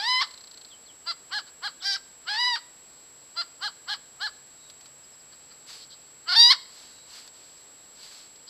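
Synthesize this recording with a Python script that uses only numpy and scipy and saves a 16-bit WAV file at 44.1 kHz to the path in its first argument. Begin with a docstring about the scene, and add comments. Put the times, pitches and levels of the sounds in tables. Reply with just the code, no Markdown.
"""A small bird trills further off as a hen in a garden ends a squawk; then come arched clucks, a buzzy cackle,
a second squawk, more clucks and a last squawk. Each long call starts hoarse, locks into a clearer tone and
breaks down; syrinx pulses ring through a filter for the throat, and coop, hedge and trees echo the birds.
Chirps, falling near-sines, are scattered through; from the middle on come light taps and soft rustles of noise.
Under it all lie quiet outdoor air, a faint distant drone and a thin whine like camera electronics."""
import sys
import numpy as np
from scipy import signal
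from scipy.fft import rfft, irfft
from scipy.io import wavfile
from scipy.ndimage import uniform_filter1d, minimum_filter1d

SR = 44100
rng = np.random.default_rng(int(sys.argv[2]) if len(sys.argv) > 2 else 0)


def unload_audio(sound):
    """Save the sound as a 16-bit wav file, at the path given as the first command line argument."""
    columns = np.transpose(np.atleast_2d(sound))
    # keep every value between -1 and 1, then stretch to whole-number steps
    steps = np.round(np.clip(columns, -1, 1) * 32767)
    wavfile.write(sys.argv[1], SR, steps.astype(np.int16))


N = 374405
TIME = np.arange(N) / SR  # s

# Clucks, loud and muttered: start_s, hold_s, top_pitch_hz, level_db (below 3150 Hz),
# brightness_db (above 3150 Hz, relative to below), half_pitch_share at first (0-1), roughness (0-1)
CLUCKS = [(1.077, 0.033, 687.4, -34.5, 6, 0.5, 0.05), (1.327, 0.058, 845, -31.5, -0.5, 0.87, 0.3),
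          (1.471, .014, 778, -55.5, 5.5, 0.4, 0.2), (1.639, .034, 831, -32, -0.5, 0.64, .2),
          (3.377, 0.034, 689, -33, 5.5, 0.27, 0.03), (3.626, 0.048, 837, -32.5, 1, 1, 0.26),
          (3.889, 0.048, 845, -33, 1.5, .45, 0.4), (4.216, .052, 856, -31.5, 0, 0.37, 0.22),
          (5.326, 0.0087, 697, -58, 6.5, 0.8, 0.7), (5.513, 0.0077, 688, -55, 5, 0.8, 0.5),
          (5.807, 0.036, 810, -75, 27, 0.6, 0.8), (5.905, 0.037, 815, -66.5, 18.5, .5, 0.56),
          (8.482, .02, 737, -62, 20.5, 0.6, 0.5)]
# Held part of each long call: time_s, pitch_hz, level_db, brightness_db (as for the clucks)
FIRST_SQUAWK = [(0.0, 780, -34, 4.5), (0.02, 841, -35, -1), (0.09, 1006, -27.5, 2.5),
                (0.188, 1016, -26, -2.5), (0.204, 1027, -26.5, -5), (0.219, 1139, -24.5, 0)]
CACKLE = [(1.826, 752.2, -46.5, 8), (1.838, 737, -47.5, 10), (1.86, 797, -35.5, 7.9),
          (1.902, 787.7, -32.5, 6.5), (1.938, 760.5, -41.5, 14), (1.96, 799, -34, 1.5)]
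SECOND_SQUAWK = [(2.285, 724, -32.5, -0.5), (2.297, 823, -32, 0), (2.361, 867, -32, 0),
                 (2.371, 916, -32.5, 1.5), (2.403, 974.4, -28.5, 2), (2.475, 992, -26.5, 1.5),
                 (2.519, 971, -29, -2), (2.543, 918, -32, 6.5), (2.555, 946, -30.5, -2)]
LAST_SQUAWK = [(6.295, 717, -30.5, 4.9), (6.315, 709, -28, 1), (6.327, 765, -29, 6.1),
               (6.341, 680, -30, 8.2), (6.347, 714, -30, 1.7), (6.365, 897, -28.5, 11),
               (6.399, 933.3, -30, 18.8), (6.479, 967, -30.5, 16.3), (6.497, 993, -26.5, 8.4),
               (6.509, 1060, -20.5, 8.6), (6.519, 1119, -22, 7.1)]
# Voices of the first, second and last squawk, then the cackle: locks_at_s, hoarse_roughness (0-1),
# locked_roughness (0-1), hoarse_half_pitch_share (0-1), locked_half_pitch_share (0-1),
# strained_roughness at the end (0-1), attack_s, release_s, fundamental_weight_db
LONG_CALL_VOICES = [(0.049, .24, 0.08, 0, 0.01, .8, .02, 0.032, 2),
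                    (2.375, .29, .05, 0.01, 0.01, 0.18, 0.0221, 0.037, -1.5),
                    (6.358, 0.22, 0.09, 0.3, 0.03, 0.27, .027, 0.033, -0.5),
                    (1.845, 0.64, .16, 0.2, 0.34, 0.7, 0.0159, 0.02, -1)]
# Throat resonances with the beak open, for each kind of call: frequency_hz, gain_db
CLUCK_THROAT = [(400, -49.5), (680, -14.5), (850, -6), (1100, -2), (1700, 2.5), (2100, -9.5), (2600, -29),
                (3000, 2), (3400, -4.5), (4150, 7), (5000, -2), (5600, -14.5), (6400, -24), (13000, -35)]
SQUAWK_THROAT = [(400, -32.5), (700, -11), (950, -3.5), (1450, 0.5), (2200, -3.5), (2600, -17), (3000, -4),
                 (3900, 2.5), (4800, 5), (5300, -3), (5800, -14.5), (6500, -26.5), (8500, -27),
                 (13000, -38.5)]
CACKLE_THROAT = [(400, -36), (790, -7.5), (1200, -20), (1600, 5.5), (2000, 1), (2600, -18.5), (3200, -2),
                 (4000, 1), (4750, 10), (5500, 5.5), (6400, -15.5), (13000, -31.5)]
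# Throat with the beak nearly shut: frequency_hz, gain_db
NARROW_THROAT = [(400, -37.5), (690, -12), (1050, 2.5), (1400, 4.5), (2150, -8), (2600, -15.5), (3000, 0.5),
                 (3550, -7), (4100, 5), (4750, 10.5), (5500, -14.5), (6300, -30), (13000, -38.5)]
# Hiss of turbulence at the syrinx: frequency_hz, gain_db
RASP_COLOUR = [(600, -2), (1500, -6.5), (2500, 5.5), (3500, 7.5), (4550, 1.5), (5500, 11.5), (7000, 8.5),
               (13000, -7)]
# Falling chirps of small birds: start_s, length_s, start_pitch_hz, end_pitch_hz, peak_level_db
CHIRPS = [(0.696, 0.068, 3700, 2950, -48), (0.858, 0.024, 4800, 3980, -49.5),
          (0.873, 0.053, 3700, 3000, -50.5), (1.797, 0.033, 4200, 2990, -47),
          (4.564, 0.18, 3900, 3820, -58), (5.03, 0.026, 5350, 5000, -53), (5.117, 0.043, 5350, 4950, -56),
          (5.192, 0.029, 5300, 4920, -54), (6.914, 0.17, 3970, 3960, -56), (7.565, 0.023, 5450, 4900, -53),
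          (7.58, 0.047, 4450, 4130, -60)]
# Echoes from ground, coop and hedge: delay_s, level_db
EARLY_ECHOES = [(.0034, -17.5), (0.0125, -33), (0.022, -20.5)]
# Light taps: start_s, peak_level_db (before a shared trim)
TAPS = [(4.699, -33), (4.81, -36.5), (4.858, -35.5), (6.9846, -47.5), (7.2764, -34), (8.358, -40)]
# Soft rustles: start_s, peak_s, end_s, peak_level_db (before a slight flutter)
RUSTLES = [(5.66, 5.695, 5.884, -43), (6.644, 6.797, 7.06, -49.5), (7.048, 7.16, 7.3, -45),
           (7.313, 7.373, 7.8, -56), (7.93, 8.036, 8.1, -49), (8.014, 8.127, 8.35, -48)]
# Spectrum of rustles, taps and trill clicks: frequency_hz, gain_db
RUSTLE_COLOUR = [(300, -24.5), (1000, -12), (2500, -11), (3700, -6.5), (4600, 1), (5600, -10.5),
                 (7000, -14.5), (13000, -25)]
# Spectrum of the outdoor air: frequency_hz, gain_db
AIR_COLOUR = [(15, -46.5), (25, -7.5), (98, -9), (128, -9.5), (158, -7.5), (366, -5.5), (490, -4.5),
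              (573, -5.5), (2380, -11), (5100, -13.5), (6130, -16.5), (6990, -19.5), (7570, -10),
              (8190, -19), (13500, -20)]
# Faint distant drone: time_s, level_db (before a slow wander)
DRONE = [(0, -86), (2.5, -80), (3.6, -75.5), (5.3, -74.5), (6.9, -79), (8.4, -85.5)]

TOP_HZ = 13850  # upper limit of the microphone chain and of the syrinx partials
LEAD_S = 0.035  # room for the attack ahead of each held part

# A cluck arches up to its top pitch, swells a little and loses its half pitch on the way
REST_HZ, ARCH_SHARE, ARCH_TOP_SHARE = 680, 0.62, 0.6
SWELL_DB, SWELL_S, UNDOUBLE_S = 4, 0.011, 0.016
CLUCK_ATTACK_S, CLUCK_RELEASE_S, CLUCK_WEIGHT_DB = 0.01986, 0.025, 1

# Pace of the lock and of the final strain in a long call
LOCK_S, CRACK_ROUGH, STRAIN_S = 0.0091, 0.11, 0.01

# Every call opens low, dull and broken; the dB values are reductions
ATTACK_HZ, ATTACK_DB, ATTACK_DULL_DB = 630, 17.5, 15
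ATTACK_BEND, ATTACK_HALF, ATTACK_ROUGH = 1.3, 1, 0.74

# Every call ends in a break to slack pitch, falling level and thin rasp
RELEASE_DB, RELEASE_BEND, RELEASE_THIN_DB = 24, 1.27, 7
BREAK_S, BREAK_HZ, BREAK_HALF, BREAK_ROUGH = 0.015, 508, 0.74, 0.95

# The dry trill: evenly spaced notes with a little scatter in time and strength
TRILL_START_S, TRILL_NOTE_S, TRILL_DB = 0.24, 0.0338, -39.5
TRILL_SCATTER_S, TRILL_SCATTER_DB = 0.0023, 1.5

AIR_DB = -57
WHINE_HZ, FLIPS_PER_S = 7689.6, 29.297


def hens():
    """Place the clucks, the three squawks and the cackle in time."""
    out = np.zeros(N)
    for start, *settings in CLUCKS:
        add(out, start - LEAD_S, cluck(*settings))
    curves = (FIRST_SQUAWK, SECOND_SQUAWK, LAST_SQUAWK, CACKLE)
    throats = (SQUAWK_THROAT, SQUAWK_THROAT, SQUAWK_THROAT, CACKLE_THROAT)
    for curve, voice, throat in zip(curves, LONG_CALL_VOICES, throats):
        add(out, curve[0][0] - LEAD_S, squawk(curve, voice, throat))
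    return out


def squawk(curve, voice, throat, size=15500):
    """A long call, hoarse until the syrinx locks into a steadier tone and rough again under the final strain."""
    times, *columns = np.transpose(curve)
    (locks_at, hoarse_rough, locked_rough, hoarse_half, locked_half,
     strain_rough, attack, release, weight_db) = voice
    t = times[0] + TIME[:size] - LEAD_S
    hz, db, bright_db = (np.interp(t, times, column) for column in columns)
    locked = (1 + np.tanh((t - locks_at) / LOCK_S)) / 2
    strain = np.exp(np.minimum(t - times[-1], 0) / STRAIN_S)
    half = blend(hoarse_half, locked_half, locked)
    # the voice cracks as it changes register
    crack = CRACK_ROUGH / np.cosh((t - locks_at) / LOCK_S)
    rough = blend(hoarse_rough, locked_rough, locked) + crack
    rough = blend(rough, strain_rough, strain)
    hold = times[-1] - times[0]
    shape = open_and_break(t - times[0], attack, hold, release, hz, db, bright_db, half, rough)
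    return call(*shape, throat, weight_db)


def cluck(hold, top_hz, db, bright_db, half, rough, size=6000):
    """A short call on one arch of pitch; the higher its top, the steeper the arch."""
    t = TIME[:size] - LEAD_S
    held = np.clip(t, 0, hold)
    from_top = held / hold / ARCH_TOP_SHARE - 1
    hz = top_hz - ARCH_SHARE * (top_hz - REST_HZ) * from_top ** 2
    db = db - SWELL_DB * np.exp(-held / SWELL_S)
    half = half * np.exp(-(held / UNDOUBLE_S) ** 2 / 2)
    shape = open_and_break(t, CLUCK_ATTACK_S, hold, CLUCK_RELEASE_S, hz, db, bright_db, half, rough)
    return call(*shape, CLUCK_THROAT, CLUCK_WEIGHT_DB)


def open_and_break(t, attack, hold, release, hz, db, bright_db, half, rough):
    """Put a scooping attack before the held part of a call (t from 0 to hold) and a collapse after it."""
    early = np.maximum(-t, 0) / attack
    late = np.maximum(t - hold, 0)
    opening = np.minimum(early, 1)
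    broken = 1 - np.exp(-late / BREAK_S)
    thinning = np.minimum(late / release, 1)

    hz = blend(blend(hz, ATTACK_HZ, opening), BREAK_HZ, broken)
    db = db - ATTACK_DB * early ** ATTACK_BEND - RELEASE_DB * (late / release) ** RELEASE_BEND
    bright_db = bright_db - ATTACK_DULL_DB * early ** 2 + (RELEASE_THIN_DB - bright_db) * thinning
    half = blend(blend(half, ATTACK_HALF, opening), BREAK_HALF, broken)
    rough = blend(blend(rough, ATTACK_ROUGH, opening), BREAK_ROUGH, broken)
    return hz, db, bright_db, half, rough


def call(hz, db, bright_db, half, rough, throat, weight_db,
         chest_hz=1250, split_hz=3150, narrow_hz=700, open_hz=790):
    """The beak opens as the pitch climbs, and effort lifts the upper resonances over the lower ones."""
    half, rough = np.clip([half, rough], 0, 1)
    source = syrinx(hz, half, rough) + gulp(hz, rough)
    source = source + (undb(weight_db) - 1) * below(source, chest_hz)
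    beak = np.interp(hz, [narrow_hz, open_hz], [0, 1])
    voice = colour(source * beak, throat) + colour(source * (1 - beak), NARROW_THROAT)
    low = below(voice, split_hz)
    high = voice - low
    return (even(low) + undb(bright_db) * even(high)) * undb(db)


def syrinx(hz, half, rough, flutter=0.0041, shimmer_db=2, split=0.087, order=18):
    """Membrane pulses: unequal alternate pulses add lines at half pitch, chaos shakes the period and adds rasp."""
    count = len(hz)
    jitter, rasp = 0.022 * rough, 0.62 * rough
    hz = hz * (1 + jitter * walk(count, 1000) + flutter * walk(count, 129.1))
    phase = 2 * np.pi * np.cumsum(hz) / SR

    k = np.arange(1, 2 * order + 1)[:, None] / 2  # multiples of the pitch, in half steps
    # hoarseness splits the high partials first
    between = np.minimum(half + split * rough * k, 1)
    strength = np.where(k % 1 == 0, 1, between) * (k * hz < TOP_HZ)
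    # the pulse shape never settles, so each partial swells and sinks on its own
    shimmer = np.array([walk(count, 90.6) for _ in k])
    strength = strength * undb(shimmer_db * (0.78 + rough) * shimmer)

    # in a hoarse voice the sharp edge of each pulse scatters: high partials smear, low ones stay clean
    smear = 3 * rough ** 1.4 * np.clip((k * hz - 2600) / 2200, 0, 1)
    scatter = np.array([walk(count, 550) for _ in k])
    tone = (strength * np.cos(k * phase + smear * scatter)).sum(axis=0)

    # turbulence comes in puffs at half pitch
    puffs = rng.standard_normal(count) * (1 + 1.6 * np.cos(phase / 2))
    return tone / np.sqrt(order / 2) + rasp * colour(puffs, RASP_COLOUR)


def gulp(hz, rough, gulp_db=-3, multiple=1.95, waver=0.0395):
    """The broken voice, as the beak opens and shuts, rings a low throat resonance that slides with the larynx."""
    ring_hz = multiple * hz * (1 + waver * walk(len(hz), 400))
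    ring = np.sin(2 * np.pi * np.cumsum(ring_hz) / SR)
    return undb(gulp_db) * rough ** 2 * ring


def songbirds(second_db=-4, click_db=-8, count=13):
    """Small birds further off: a trill of very short, dry, doubled down-sweeps, and scattered chirps."""
    out = np.zeros(N)
    for note, (slip, strength) in enumerate(rng.standard_normal((count, 2))):
        start = TRILL_START_S + note * TRILL_NOTE_S + TRILL_SCATTER_S * slip
        db = TRILL_DB + TRILL_SCATTER_DB * strength
        first, second = (whistle(0.004, start_hz=4900, end_hz=3950, waver=0.04) for _ in range(2))
        add(out, start - 0.002, undb(db) * first)
        add(out, start + 0.004, undb(db + second_db) * second)
        click = level(colour(rng.standard_normal(SR // 100), RUSTLE_COLOUR), db + click_db)
        add(out, start - 0.002, click * np.hanning(len(click)))
    for start, length, start_hz, end_hz, db in CHIRPS:
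        add(out, start, undb(db) * whistle(length, start_hz, end_hz))
    return out


def whistle(length, start_hz, end_hz, waver=0.026):
    """A small bird's note: a near sine that falls fast and then levels out."""
    u = np.linspace(0, 1, int(length * SR))
    hz = end_hz + (start_hz - end_hz) * (1 - u) ** 1.6
    hz = hz * (1 + waver * walk(len(u), 660))
    return np.sin(2 * np.pi * np.cumsum(hz) / SR) * np.sin(np.pi * u)


def garden(x, near_db=-20, near_t60=0.09, far_db=-27.0, far_t60=0.51, far_hz=4000):
    """Early echoes, quick scatter from the coop and a faint, duller tail from the trees; t60 in seconds."""
    t = TIME[:SR]
    near, far = (rng.standard_normal(SR) * undb(-60 * t / t60) * np.minimum(t / 0.016, 1)
                 for t60 in (near_t60, far_t60))
    far = band(far, 380, far_hz, order=1)
    response = (level(near, near_db) + level(far, far_db)) / np.sqrt(SR)
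    for delay, db in EARLY_ECHOES:
        response[int(delay * SR)] += undb(db)
    return x + signal.fftconvolve(x, response)[:N]


def rustles(tap_db=-8, tap_decay=0.0058):
    """Noise under slow swells makes soft grainy rustles; sharp decays (in seconds) make light taps."""
    swell = sum(undb(db) * np.interp(TIME, [start, peak, end], [0, 1, 0]) for start, peak, end, db in RUSTLES)
    swell = swell * undb(0.5 * walk(N, 120))
    for start, db in TAPS:
        add(swell, start, undb(db + tap_db) * np.exp(-TIME[:SR // 20] / tap_decay))
    return swell * level(colour(rng.standard_normal(N), RUSTLE_COLOUR), 0)


def air(leaves_db=-65):
    """Quiet outdoor air: coloured noise, a light wavering hiss of leaves and a distant unsteady drone."""
    bed = level(colour(rng.standard_normal(N), AIR_COLOUR), AIR_DB)
    bed = bed * undb(0.12 * walk(N, 1.96))
    leaves = level(band(rng.standard_normal(N), 3900, 4900), leaves_db)
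    leaves = leaves * undb(1.8 * walk(N, 14))
    drone_hz = 134.6 * (1 + 0.0142 * walk(N, 12))
    drone = np.sqrt(2) * np.sin(2 * np.pi * np.cumsum(drone_hz) / SR)
    drone_db = np.interp(TIME, *np.transpose(DRONE)) + 2 * walk(N, 9.7)
    return bed + leaves + drone * undb(drone_db)


def whine(whine_db=-48.0):
    """A thin high whine, like camera electronics: one tone that flips its sign at a steady rate."""
    flips = np.sign(np.sin(np.pi * FLIPS_PER_S * TIME))
    tone = flips * np.sin(2 * np.pi * WHINE_HZ * TIME)
    return undb(whine_db) * band(tone, 5770, 8030)


def undb(db):
    """Decibels to gain."""
    return 10 ** (np.asarray(db) / 20)


def level(x, db):
    """Scale to an rms level."""
    return x * undb(db) / np.sqrt(np.mean(x ** 2))


def even(x):
    """Hold the strength of a sound at 1 over about 10 ms."""
    return x / np.sqrt(uniform_filter1d(x ** 2, size=440) + 1e-12)


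def blend(a, b, share):
    """Go from a to b as the share goes from 0 to 1."""
    return a + (b - a) * share


def add(out, start, x):
    """Mix x into out from a start time in seconds, trimming what falls outside."""
    i = int(start * SR)
    x, i = x[max(-i, 0):], max(i, 0)
    out[i:i + len(x)] += x[:max(N - i, 0)]


def walk(count, rate):
    """Smooth random wander with a spread near 1, through rate random points a second."""
    at = np.arange(count) * rate / SR
    points = rng.standard_normal(int(at[-1]) + 2)
    return 1.3 * np.interp(at, np.arange(len(points)), points)


def colour(x, points):
    """Causal filter with a spectrum of (Hz, dB) points: its resonances ring after each pulse."""
    hz, db = np.transpose(points)
    f = np.maximum(np.fft.rfftfreq(2048, 1 / SR), 1)
    gain = undb(np.interp(np.log(f), np.log(hz), db))
    # folding the cepstrum onto positive times gives the minimum-phase response
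    cepstrum = irfft(np.log(gain))
    causal = 1 + np.sign(np.fft.fftfreq(len(cepstrum)))
    response = irfft(np.exp(rfft(cepstrum * causal)))
    return signal.fftconvolve(x, response)[:len(x)]


def band(x, lo_hz, hi_hz, order=2):
    """Band-pass filter."""
    return signal.sosfilt(signal.butter(order, [lo_hz, hi_hz], "band", fs=SR, output="sos"), x)


def below(x, hz):
    """Steep low-pass without delay."""
    return signal.sosfiltfilt(signal.butter(8, hz, fs=SR, output="sos"), x)


def scene():
    """Hens and small birds echo in the garden, over the dry rustles, air and whine."""
    birds = garden(hens() + songbirds())
    return (birds + rustles() + air() + whine())[None]


def record(dry):
    """The camera's limiter holds down the loudest peaks, and the top is cut."""
    room = np.minimum(1, 0.71 / (np.abs(dry) + 1e-9))
    gain = uniform_filter1d(minimum_filter1d(room, size=220), size=220)  # about 5 ms
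    return signal.sosfilt(signal.ellip(10, 0.2, 70, TOP_HZ, fs=SR, output="sos"), dry * gain)


dry = scene()
out = record(dry)
unload_audio(out)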